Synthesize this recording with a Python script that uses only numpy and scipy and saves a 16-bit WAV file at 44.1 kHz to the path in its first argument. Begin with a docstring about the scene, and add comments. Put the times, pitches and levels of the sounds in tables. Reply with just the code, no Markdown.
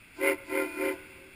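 """Three short toots of a steam locomotive's chime whistle, heard across a mountain valley.
One steam valve drives the chord of pipes and the hiss of the jet; barely open, it leaves a thin squeal.
The whistle reaches the microphone directly, then off the yard and the far slopes, over boiler hiss
and light wind. A coarse mono recorder adds a glassy top."""
import sys
import numpy as np
from scipy import signal
from scipy.fft import rfft, irfft
from scipy.io import wavfile
from scipy.ndimage import uniform_filter1d

SR = 44100
rng = np.random.default_rng(int(sys.argv[2]) if len(sys.argv) > 2 else 0)


def digitize_waveform(pressure):
    """Quantize a signal to 16-bit integers and store it at the path in sys.argv[1].

    Rows of a 2-D input are taken as channels; values are limited to [-1, 1].
    """
    field = np.atleast_2d(pressure).T
    bounded = np.clip(field, -1, 1)
    quanta = np.round(bounded * 32767).astype(np.int16)
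    wavfile.write(sys.argv[1], SR, quanta)


N = 59535
T = np.arange(N) / SR
FREQS = np.fft.rfftfreq(N, 1 / SR)

# Pulls of the whistle cord. Each row: peak time in seconds, peak steam flow in dB,
# opening time and closing time in seconds.
CORD_PULLS = [(.281, -28, .090, .074), (.587, -33.7, .110, .096), (.868, -33.9, .126, .094)]
# The chime. Each row: pitch in Hz at full flow, top level in dB, flow in dB at which it speaks,
# onset steepness, share of pitch gained per dB of flow, 2nd and 3rd partial in dB against the 1st.
CHIME_PIPES = [(274, -46.3, -42, 1.5, .0004, -24, -24), (304, -36.3, -42.5, 1.6, .0007, -21, -9),
               (351, -39.7, -42.5, 1.4, .0016, -15, -5), (393, -30.5, -39.3, 1.9, .0027, -28, -33),
               (438, -42, -33, 2.4, .0022, -24, -18), (550, -29.3, -35.7, 3.6, .0032, -36, -29),
               (697, -54.5, -53, 2.2, .0024, -25, -25)]
# Resonances the jet blows without locking to them. 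Each row: centre in Hz, width in Hz,
# level in dB at full flow, growth in dB per dB of flow.
JET_RESONANCES = [(478, 35, -51, .9), (650, 25, -53.5, .8), (805, 30, -58, .8), (888, 24, -46, .95),
                  (1006, 18, -48.5, .75), (1396, 42, -41.5, .85), (1520, 110, -45, .8),
                  (2040, 46, -33.7, 1.15), (2152, 56, -35, 1.7), (2400, 100, -37.3, 1.05),
                  (2760, 80, -46.5, 1.3), (3053, 22, -50.5, 1.2)]
# Broad hiss of the jet. Each row: frequency in Hz, relative level in dB.
JET_SPECTRUM = [(60, -55), (210, -33), (290, -5), (600, -7), (830, -9), (1130, -10), (1400, -2),
                (1850, -3.5), (1990, 4), (2450, -1), (2600, -8), (3300, -13), (4000, -18), (4900, -14),
                (5700, -26)]
# Thin hiss at the valve seat. Each row: frequency in Hz, relative level in dB.
SEAT_SPECTRUM = [(500, -25), (1500, -6), (2600, 0), (3300, 1), (3900, -3), (4400, 2), (5000, 1), (5750, -8)]
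# Overblown tones. Each row: start and end in seconds, pitch in Hz, level in dB.
SQUEALS = [(.48, .84, 2441, -45.5), (.58, 1.08, 1473, -57)]
# Returns from yard and slopes. Each row: delay in seconds, level in dB, centre in Hz, width in octaves.
VALLEY_ECHOES = [(.05, -22, 290, .25), (.07, -22, 900, .5), (.105, -24, 2000, 1.5), (.115, -20, 560, .25),
                 (.14, -23, 1550, .5), (.21, -23, 310, .3), (.3, -25, 950, .4), (.36, -25.5, 400, 1.0)]
# Boiler hiss. Each row: frequency in Hz, relative level in dB.
BOILER_SPECTRUM = [(150, -12), (290, -3), (600, -13), (1100, -12), (1330, -9), (1540, -2), (1800, -13),
                   (2050, 0), (2200, 2), (2450, 0), (2720, 3), (2860, -10), (3150, -13), (3350, -8),
                   (3600, -15), (4000, -18), (4900, -15), (5700, -26)]
# Its slight swell at the microphone. Each row: time in seconds, level in dB.
BOILER_LEVELS = [(0, -54.3), (.5, -53.5), (1.05, -51), (1.35, -53.3)]
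# Wind and low rumble. Each row: frequency in Hz, relative level in dB.
WIND_SPECTRUM = [(12, -6), (28, 0), (45, -3), (65, 0), (98, 1), (130, -5), (220, -6), (400, -18),
                 (1000, -40)]

FULL_DB, SHUT_DB = -30, -80  # steam flow
TOOT_SWING_DB, TOOT_ROUNDNESS = 20, 2.15  # swing over the opening or closing time; rounder is flatter
HANG_FROM_S, HANG_TO_S, HANG_DB, HANG_SAG_DB_PER_S = .6, .8, -44.5, 52
DROOP_DB_PER_S = 4  # the steam pressure eases from toot to toot, which flattens the pipes
PITCH_WAVER, WAVER_HZ, FLUTTER, FLUTTER_HZ, SQUEAL_WAVER = .0055, 35, .13, 60, .003
JET_DB, JET_GROWTH, JET_THROB = -37.5, .95, .35
RESONANCE_RISE = .0005  # share of pitch per dB of flow
SEAT_DB, SEAT_OPENS_DB, SEAT_LEAD_S = -56, -57, .02
TAIL_DB, TAIL_T60_S, TAIL_DULL_HZ = -25, 3.0, 2500
WIND_DB = -60.7
HOLD_HZ, BAND_HZ, EDGE_HZ = 12000, 5880, 15350


def pipes(flow):
    """Each pipe speaks above its own flow, levels off, and goes sharp as it is blown harder."""
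    push_db = flow - FULL_DB - DROOP_DB_PER_S * T
    chord = np.zeros(N)
    for hz, db, speaks_db, steepness, rise, second_db, third_db in CHIME_PIPES:
        phase = phase_of(hz * (1 + rise * push_db + PITCH_WAVER * wander(WAVER_HZ)))
        level = amp(db) / (1 + amp(steepness * (speaks_db - flow)))
        for k, partial_db in enumerate((0, second_db, third_db), 1):
            flutter = 1 + FLUTTER * wander(FLUTTER_HZ)
            chord += np.sqrt(2) * level * amp(partial_db) * flutter * np.sin(k * phase)
    return chord


def steam_flow():
    """Valve flow in dB: each pull is a rounded arch; the valve hangs slightly open after the second."""
    hang = gate(HANG_FROM_S, HANG_TO_S) * amp(HANG_DB - HANG_SAG_DB_PER_S * (T - HANG_FROM_S))
    power = amp(SHUT_DB) ** 2 + hang ** 2
    for peak_s, db, opening_s, closing_s in CORD_PULLS:
        from_peak = abs(T - peak_s) / np.where(T < peak_s, opening_s, closing_s)
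        power += amp(db - TOOT_SWING_DB * from_peak ** TOOT_ROUNDNESS) ** 2
    return 10 * np.log10(power)


def jet(flow, chord):
    """Steam hisses over the lips and excites the upper resonances, throbbing with the chord."""
    push_db = flow - FULL_DB
    hiss = amp(JET_DB + JET_GROWTH * push_db) * coloured(JET_SPECTRUM)
    for hz, width_hz, db, growth in JET_RESONANCES:
        phase = phase_of(hz * (1 + RESONANCE_RISE * push_db))
        band = wander(width_hz / 2) * np.cos(phase) + wander(width_hz / 2) * np.sin(phase)
        hiss += amp(db + growth * push_db) * band
    beats = abs(signal.hilbert(chord))
    throb = beats / (uniform_filter1d(beats, size=900) + 1e-6) - 1
    return hiss * (1 + JET_THROB * throb)


def seat_hiss(flow):
    """Steam hisses through the valve seat, a little ahead of the pipes, steady once it cracks open."""
    early_flow = np.interp(T + SEAT_LEAD_S, T, flow)
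    return amp(SEAT_DB) * coloured(SEAT_SPECTRUM) / (1 + amp(2 * (SEAT_OPENS_DB - early_flow)))


def squeal():
    """Thin overblown tones from a nearly shut valve."""
    tones = np.zeros(N)
    for start, end, hz, db in SQUEALS:
        phase = phase_of(hz * (1 + SQUEAL_WAVER * wander(FLUTTER_HZ)))
        tones += gate(start, end) * amp(db) * unit(np.sin(phase))
    return tones


def valley(whistle):
    """The near yard and the far slopes send back coloured echoes and a long dull tail."""
    tail = rng.standard_normal(N) * amp(-60 * T / TAIL_T60_S) * np.minimum(T / .06, 1)
    response = amp(TAIL_DB) * rfft(tail / np.linalg.norm(tail)) / np.hypot(1, FREQS / TAIL_DULL_HZ)
    for delay, db, hz, octaves in VALLEY_ECHOES:
        colour = np.exp(-.5 * (np.log2((FREQS + 1) / hz) / octaves) ** 2)
        response += amp(db) * colour * np.exp(-2j * np.pi * FREQS * delay)
    return signal.fftconvolve(whistle, irfft(response, N))[:N]


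def boiler():
    """The boiler hisses softly behind the whistle."""
    return amp(np.interp(T, *np.transpose(BOILER_LEVELS))) * coloured(BOILER_SPECTRUM)


def wind():
    """Light wind lays a low rumble under the valley."""
    return amp(WIND_DB) * coloured(WIND_SPECTRUM)


def amp(db):
    """Decibels to gain."""
    return 10 ** (np.asarray(db) / 20)


def unit(x):
    """Scales to rms 1."""
    return x / np.sqrt(np.mean(x ** 2) + 1e-20)


def noise(gain):
    """Noise of rms 1, shaped by a gain at each frequency."""
    return unit(irfft(rfft(rng.standard_normal(N)) * gain, N))


def coloured(spectrum):
    """Noise that follows a (Hz, dB) spectrum."""
    hz, db = np.transpose(spectrum)
    return noise(amp(np.interp(np.log(FREQS + 1), np.log(hz), db)))


def wander(rate_hz):
    """Smooth random drift up to about the given rate."""
    return noise(1 / (1 + (FREQS / rate_hz) ** 2))


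def phase_of(hz):
    """Running phase of a pitch curve, from a random start."""
    return 2 * np.pi * (np.cumsum(hz) / SR + rng.random())


def gate(start, end, fade_s=.03):
    """Fades in at start and out at end."""
    return np.clip(np.minimum(T - start, end - T) / fade_s, 0, 1)


def low_pass(x, edge_hz):
    """Steep low-pass."""
    return signal.fftconvolve(x, signal.firwin(301, edge_hz, window=("kaiser", 8), fs=SR), "same")


def scene():
    """At the microphone: the direct whistle, its echoes, the boiler and the wind."""
    flow = steam_flow()
    chord = pipes(flow)
    whistle = chord + jet(flow, chord) + seat_hiss(flow) + squeal()
    return (whistle + valley(whistle) + boiler() + wind())[None]


def record(dry):
    """The recorder holds samples at a low rate, mirroring the sound into the treble, then cuts the top."""
    mirrored = low_pass(dry[0], BAND_HZ) * (1 + 2 * np.cos(2 * np.pi * HOLD_HZ * T))
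    held = irfft(rfft(mirrored) * np.sinc(FREQS / HOLD_HZ), N)
    return low_pass(held, EDGE_HZ)[None]


dry = scene()
out = record(dry)
digitize_waveform(out)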